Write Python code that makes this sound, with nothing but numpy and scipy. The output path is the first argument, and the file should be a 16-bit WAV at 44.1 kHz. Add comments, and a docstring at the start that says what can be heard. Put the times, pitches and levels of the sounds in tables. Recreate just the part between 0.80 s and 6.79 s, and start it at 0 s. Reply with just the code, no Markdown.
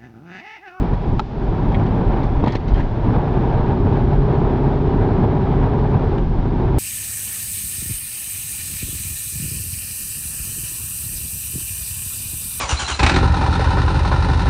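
"""Inside a small car on a narrow country road, camera microphone at the front seat. From the start the
body rumbles, the tyres roar on coarse asphalt and the four-cylinder engine booms low. Close by, plastic
clicks once sharply, then the dashboard ticks. At about 1.6 s the wheels cross a rough patch: panels
knock, loose trim rattles, and the camera's gain control ducks and creeps back. After two seconds the
engine picks up and drones on up a rise, easing off shortly before the end."""
import sys
import numpy as np
from scipy import signal
from scipy.fft import rfft, irfft, next_fast_len
from scipy.io import wavfile
from scipy.ndimage import uniform_filter1d, map_coordinates

SR = 44100
rng = np.random.default_rng(int(sys.argv[2]) if len(sys.argv) > 2 else 0)


def unload_wav(signal):
    """Save mono or channel-first audio to the path in sys.argv[1] as 16-bit WAV at rate SR, clipped to [-1, 1]."""
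    wavfile.write(
        sys.argv[1],
        SR,
        np.round(np.clip(np.atleast_2d(signal).T, -1, 1) * 32767).astype(np.int16),
    )


N = 263963


def amp(db):
    """Decibels to gain."""
    return 10 ** (np.asarray(db) / 20)


def unit(x):
    """Scale to rms 1."""
    return x / np.sqrt(np.mean(x ** 2) + 1e-20)


def curves(rows):
    """One value per sample for each column after the time."""
    times, *columns = np.transpose(rows)
    return [np.interp(np.arange(N) / SR, times, column) for column in columns]


def wobble(rate):
    """A smooth random curve, rate knots a second."""
    knots = rng.standard_normal(int(N * rate / SR) + 4)
    return map_coordinates(knots, [np.arange(N) * rate / SR])


def gain_at(spectrum, hz):
    """Gain between (frequency [Hz], level [dB]) points on a log axis."""
    points_hz, db = np.transpose(spectrum)
    return amp(np.interp(np.log(hz + 1), np.log(points_hz), db))


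def filtered(x, response):
    """x through a complex response of frequency."""
    size = next_fast_len(N + SR // 2)
    return irfft(rfft(x, size) * response(np.fft.rfftfreq(size, 1 / SR)), size)[:N]


def coloured(x, spectrum):
    """x shaped by a spectrum and silent beyond its ends, at rms 1."""
    low_hz, high_hz = spectrum[0][0], spectrum[-1][0]
    return unit(filtered(x, lambda hz: gain_at(spectrum, hz) * (hz > low_hz) * (hz < high_hz)))


def noise(spectrum):
    """Noise with this spectrum, at rms 1."""
    return coloured(rng.standard_normal(N), spectrum)


def steady(x, span_s):
    """Even out swells of x that last longer than span_s."""
    power = np.abs(uniform_filter1d(x ** 2, int(span_s * SR)))
    return x / np.sqrt(power + 1e-6)


def lagged(x, seconds):
    """x followed with a time constant."""
    step = 1 - np.exp(-1 / (seconds * SR))
    return signal.lfilter([step], [1, step - 1], x)


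def blows(hits):
    """One clean impulse for each (time [s], level [dB])."""
    times, db = np.transpose(hits)
    return np.bincount(np.round(times * SR).astype(int), amp(db), N)


def padded(x, corner_hz):
    """A soft contact carries little treble."""
    return filtered(x, lambda hz: 1 / (1 + 1j * hz / corner_hz) ** 2)


def struck(force, modes):
    """A force rings modes of alternating sign; a unit impulse peaks at 1."""
    hz = np.fft.rfftfreq(SR // 4, 1 / SR)
    response = sum((-1) ** k * amp(db) * 1j * hz * width / (centre ** 2 - hz ** 2 + 1j * hz * width)
                   for k, (centre, width, db) in enumerate(modes))
    ring = irfft(response)
    return signal.fftconvolve(force, ring / np.abs(ring).max())[:len(force)]


# the body shaking all around the microphone: (frequency [Hz], relative density [dB])
SHAKE_SPECTRUM = [(8, -29), (18, -7.5), (26, -1.5), (33, -1.5), (41, 8.5), (50, 0.5), (62, -9.5), (90, -19),
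                  (200, -68.5)]
# the body heaves and settles over long waves in the road: (time [s], extra shake [dB])
BODY_HEAVES = [(.1, 4.5), (.35, 4), (.68, 7.5), (1.28, 9), (1.49, 1), (1.82, -2), (1.93, 13), (2.01, 3.5),
               (2.11, 0.5), (2.19, -11), (2.46, -9), (3.37, 3), (4.801, 6), (5.48, 6), (5.75, -2)]


def body_shake():
    """Unevenness comes up through the springs as a deep shake that swells with each heave."""
    t = np.arange(N) / SR
    mean_db, heave_half_s = -21.5, 0.034
    heave_db = sum(db * np.exp(-((t - s) / heave_half_s) ** 2) for s, db in BODY_HEAVES)
    shake_db = mean_db + heave_db + 2.7 * wobble(15)
    return amp(shake_db) * steady(noise(SHAKE_SPECTRUM), span_s=0.086)


# how hard the asphalt drives the wheels, by speed and coarseness: (time [s], roar [dB], rumble [dB])
ASPHALT_DRIVE = [(0, -26.5, -17.5), (.13, -32.5, -24.5), (.2, -34, -26), (.31, -31.5, -18.5),
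                 (.48, -32.5, -26), (.75, -29.5, -20), (1.05, -28, -18), (1.35, -29, -19.5),
                 (1.59, -30.5, -21.5), (1.7, -22, -12.5), (1.745, -22, -15), (1.8, -27.5, -18.5),
                 (1.92, -24.5, -17), (2.0, -28.5, -21), (2.1, -32, -26), (2.22, -30.5, -20.5),
                 (2.35, -25, -18), (2.8, -26.5, -19.5), (3.1, -26.5, -15), (3.3, -28, -20), (3.7, -26, -16),
                 (4, -28.5, -20.5), (4.45, -24.5, -14), (4.75, -26, -18), (5.36, -29, -19.5),
                 (5.48, -33, -22), (5.99, -28.5, -20)]
# the road as heard inside the cabin: (frequency [Hz], relative density [dB])
RUMBLE_SPECTRUM = [(40, -27), (65, -7), (85, -3), (103, 3.5), (120, -3), (145, -0.5), (170, -3), (215, -7),
                   (255, -5.5), (310, -10), (400, -9), (500, -27.5), (900, -60.5)]


def road_rumble():
    """The asphalt drives a hollow rumble through the springs into the cabin."""
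    _, rumble_db = curves(ASPHALT_DRIVE)
    return amp(rumble_db + 0.68 * wobble(14)) * steady(noise(RUMBLE_SPECTRUM), span_s=0.08)


# the wheels drop over bumps: (time [s], thud force [dB], tyre slap [dB])
ROAD_BUMPS = [(.125, -6.5, -31), (0.829, -9, -35), (.965, -8, -28.5), (1.01, -13, -32.5), (1.641, -12, -32),
              (1.659, -9, -28.5), (1.674, -2, -20), (1.725, -9, -35), (1.752, -11.5, -35),
              (1.914, -12, -28), (1.991, -6.5, -33), (2.28, -9.5, -36), (2.365, -4, -26), (2.48, -10, -29),
              (2.756, -7.5, -33), (2.92, -7.5, -33.5), (3.11, -8, -28), (3.283, -12.5, -34),
              (4.199, -9, -34), (4.45, -9.5, -25), (4.936, -6.5, -29), (5.04, -10, -30), (5.151, -3, -28),
              (5.659, -12.5, -30.5)]
# the floor pan, below the microphone: (frequency [Hz], width [Hz], relative level [dB])
FLOOR_MODES = [(93, 60, -1), (148, 41, -0.5), (204, 22, -4)]


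def bumps():
    """Each bump thuds through the springs into the floor pan."""
    force = blows([(s, db) for s, db, _ in ROAD_BUMPS])
    return padded(struck(force, FLOOR_MODES), corner_hz=332)


# the tyres outside, heard from the seat: (frequency [Hz], relative density [dB])
ROAR_SPECTRUM = [(200, -13), (370, -8.5), (450, 6.5), (520, 0), (600, 3.5), (660, 0), (720, 3), (800, 5),
                 (880, 2), (960, 3.5), (1040, -4), (1130, -5), (1250, -8.5), (1550, -12), (1635, -12),
                 (1710, -13.5), (1900, -19), (2400, -22), (2800, -27), (4000, -30.5), (7000, -63.5)]
# their hiss through the glass: (frequency [Hz], relative density [dB])
TYRE_HISS_SPECTRUM = [(500, -10.5), (1500, 7), (2400, 4), (2900, -0.5), (3500, 0), (4300, -11.5),
                      (5000, -11.5), (5700, -15), (6400, -22.5), (7300, -25.5), (8200, -29.5), (10000, -24),
                      (15000, -22)]


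def tyres():
    """Tread drums on stone chips and slaps on bumps; a thin hiss follows the roar loosely."""
    t = np.arange(N) / SR
    slap_half_s = 0.01
    mean_hiss_db, hiss_db_per_roar_db = -49, 0.54
    roar_db, _ = curves(ASPHALT_DRIVE)
    roar_db += 1.1 * wobble(12)
    slaps = sum(amp(db) * np.exp(-((t - s) / slap_half_s) ** 2) for s, _, db in ROAD_BUMPS)
    chips = rng.standard_normal(N) * amp(0.94 * wobble(70))
    roar = np.hypot(amp(roar_db), slaps) * coloured(chips, ROAR_SPECTRUM)
    hiss_db = mean_hiss_db + hiss_db_per_roar_db * (roar_db - roar_db.mean()) + 0.77 * wobble(27)
    return roar + amp(hiss_db) * noise(TYRE_HISS_SPECTRUM)


def crank_tones(turns, orders, flutter_db):
    """Tones at multiples of the crankshaft speed, each a little unsteady in level and phase."""
    drift_rad = 0.15
    tones = np.zeros(N)
    for order, db in orders:
        level = amp(db + flutter_db * wobble(7))
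        phase = 2 * np.pi * (order * turns + rng.random()) + drift_rad * wobble(5.3)
        tones += level * np.sin(phase)
    return unit(tones)


# the crankshaft: (time [s], speed [turns/s])
CRANK_SPEED = [(0, 24), (.9, 25.5), (1.8, 26), (2.3, 29.7), (2.8, 32.2), (3.05, 34.3), (3.4, 34.85),
               (4.75, 34.5), (5.12, 34.65), (5.35, 34), (6, 31.3)]
# how hard the engine pulls: (time [s], boom level [dB])
ENGINE_LOAD = [(0, -40), (.9, -26), (1.85, -32), (2.3, -22), (3.2, -22.5), (5.1, -20.5), (5.5, -35),
               (5.99, -17)]
# low boom and higher drone at the front seat: (order [cycles/turn], relative level [dB])
BOOM_ORDERS = [(2, 1), (3, -21), (4, 5.5), (5, -20.5), (7, -24), (8, -9.5)]
DRONE_ORDERS = [(10, -8), (11, 0), (12, -1.5)]


def engine():
    """Two firings a turn boom in the cabin; higher orders drone under load at speed."""
    speed, = curves(CRANK_SPEED)
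    boom_db, = curves(ENGINE_LOAD)
    under_boom_db, db_per_turn_per_s = 4.8, 1.4  # the drone fades below top speed
    drone_db = boom_db - under_boom_db + db_per_turn_per_s * (speed - speed.max())
    turns = np.cumsum(speed) / SR
    boom = amp(boom_db) * crank_tones(turns, BOOM_ORDERS, flutter_db=1.8)
    drone = amp(drone_db) * crank_tones(turns, DRONE_ORDERS, flutter_db=1.5)
    return boom + drone


# contacts of a light tick, just ahead of the microphone: (time [s], level [dB])
TICK_CONTACTS = [(.9456, -20.5), (.9509, -22), (.9563, -30)]
# the ticking part: (frequency [Hz], width [Hz], relative level [dB])
DASHBOARD_MODES = [(1830, 140, 2), (2180, 100, 8), (2520, 180, -5), (3260, 100, 1), (3950, 250, -14),
                   (7800, 600, -32)]


def dashboard_tick():
    """A small dashboard part taps, bounces and rings on."""
    return struck(blows(TICK_CONTACTS), DASHBOARD_MODES)


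# contacts of one sharp click, close by in the cabin: (time [s], level [dB])
CLICK_CONTACTS = [(.3946, -8), (.3970, -12.5), (.3993, -18), (.4016, -14.5)]
# the clicking part: (frequency [Hz], width [Hz], relative level [dB])
CLICK_MODES = [(850, 126, 8.5), (1380, 98, 7.5), (1920, 95, -6.5), (2560, 220, -10.5), (3150, 180, -10),
               (3900, 180, -10), (4200, 150, -12.5), (5170, 320, -19.5), (5760, 580, -27), (7200, 400, -33)]


def plastic_click():
    """A stiff plastic part snaps and bounces within a few milliseconds."""
    return struck(blows(CLICK_CONTACTS), CLICK_MODES)


# knocks in the cabin: (time [s], force [dB], contact corner [Hz])
PANEL_KNOCKS = [(.133, -14, 1600), (1.338, -16, 1400), (1.604, -17, 1510), (1.638, -6, 1900),
                (1.6595, -17, 2200), (1.6708, -1, 1500), (1.696, -7, 1200), (1.737, -14, 1200),
                (1.7519, 4, 620), (1.803, -17, 2190), (2.364, -9, 1400)]
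# the panel behind the trim: (frequency [Hz], width [Hz], relative level [dB])
PANEL_MODES = [(273, 51, 6), (455, 110, 4), (680, 140, -0.5), (950, 260, -0.5), (1170, 250, -4.5)]


def panel_knocks():
    """The harder jolts knock a hollow panel; a softer contact sounds duller."""
    force = sum(padded(blows([(s, db)]), corner_hz) for s, db, corner_hz in PANEL_KNOCKS)
    return struck(force, PANEL_MODES)


def chatter(t60, strike_db):
    """One clean strike and a dying burst of tiny contacts, with energy 1."""
    contacts_per_s, stiff_s = 9000, 0.014
    t = np.arange(SR // 4) / SR
    contacts = rng.standard_normal(len(t)) * (rng.random(len(t)) < contacts_per_s / SR)
    burst = contacts * amp(-60 * t / t60)
    burst /= np.linalg.norm(burst) + 1e-12
    burst[0] += amp(strike_db) * min(1, stiff_s / t60)  # longer rattles start with a weaker strike
    return burst / np.linalg.norm(burst)


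# loose trim near the microphone: (time [s], ring [dB], crackle [dB], t60 [s], pitch [ratio])
TRIM_RATTLES = [(.135, -28, -43, 0.054, 0.96), (.921, -30.5, -43, 0.032, 1), (.997, -28.5, -49, .03, 0.74),
                (1.065, -27.5, -41, 0.079, 0.89), (1.432, -26, -35, .16, 1.04),
                (1.6385, -26, -38, 0.049, 1.17), (1.644, -27.5, -34.5, 0.022, 1),
                (1.6612, -22.5, -31, .04, 1.05), (1.674, -17, -29, 0.065, 1.16),
                (1.6805, -15, -30, .022, .98), (1.689, -13.5, -38, .12, 1), (1.703, -19.5, -35, .08, 1),
                (1.7222, -16, -19, .022, 1.03), (1.729, -17, -27, 0.1, .98), (1.751, -13.5, -27, 0.028, 1),
                (1.756, -10.5, -19, .024, 1), (1.765, -19, -32, .04, 1.1), (1.797, -24.5, -39, .2, .9),
                (1.881, -22, -29, .11, 1.18), (1.94, -20, -31, .2, 0.95), (1.974, -22.5, -33, .2, 0.88),
                (2.002, -22, -37, .09, 0.88), (5.38, -25, -41, 0.092, 0.9)]
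# the trim's ring and its bright edges: (frequency [Hz], width [Hz], relative level [dB])
TRIM_MODES = [(1840, 130, 7), (2270, 170, 2), (2610, 260, -5), (3294, 250, -1), (4140, 450, -9.5)]
EDGE_MODES = [(4280, 360, 6.5), (5700, 1700, -3.5), (6960, 900, -13.5)]


def trim_rattles():
    """Jolts make loose plastic clack, ring and chatter on briefly; smaller pieces ring higher."""
    out = np.zeros(N + SR)
    for s, ring_db, crackle_db, t60, pitch in TRIM_RATTLES:
        piece = [(hz * pitch, width, db) for hz, width, db in TRIM_MODES]
        clack = amp(ring_db) * struck(chatter(t60, strike_db=-4), piece)
        crackle = amp(crackle_db) * struck(chatter(t60, strike_db=-14), EDGE_MODES)
        out[round(s * SR):][:len(clack)] += clack + crackle
    return out[:N]


def scene():
    """Everything as heard from the front seat, in mono."""
    driving = engine() + body_shake() + road_rumble() + bumps() + tyres()
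    close_by = dashboard_tick() + plastic_click() + panel_knocks() + trim_rattles()
    return (driving + close_by)[None]


def gain_control(x):
    """Sharp sounds over the threshold pull the gain down; it climbs back at a steady rate."""
    sense_hz, threshold_db = 780, -28.5
    sense_s, attack_s, release_db_per_s = 0.012, 0.018, 28
    sensed = signal.sosfilt(signal.butter(2, sense_hz, "highpass", fs=SR, output="sos"), x)
    sensed_db = 10 * np.log10(lagged(sensed ** 2, sense_s) + 1e-12)
    over_db = np.maximum(sensed_db - threshold_db, 0)
    climb_db = release_db_per_s * np.arange(N) / SR
    cut_db = np.maximum.accumulate(over_db + climb_db) - climb_db
    return x * amp(-lagged(cut_db, attack_s))


# the camera's own hiss: (frequency [Hz], relative density [dB])
CAMERA_HISS_SPECTRUM = [(800, -1.5), (3500, 0), (5000, -5.5), (6400, -16.5), (8200, -26.5), (15000, -4)]
# its microphone's treble roll-off: (frequency [Hz], gain [dB])
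MIC_RESPONSE = [(20, 0.5), (6000, 0), (7600, -1), (8600, -9), (11000, -30.5), (15000, -46.5)]


def record(dry):
    """A small camera rides its gain, adds faint hiss, rounds off peaks and keeps little top treble."""
    hiss_db, ceiling, top_hz = -54, 0.8, 15200
    x = gain_control(dry[0]) + amp(hiss_db) * noise(CAMERA_HISS_SPECTRUM)
    rounded = x / (1 + np.abs(x / ceiling) ** 6) ** (1 / 6)
    return filtered(rounded, lambda hz: gain_at(MIC_RESPONSE, hz) * (hz < top_hz))[None]


dry = scene()
out = record(dry)
unload_wav(out)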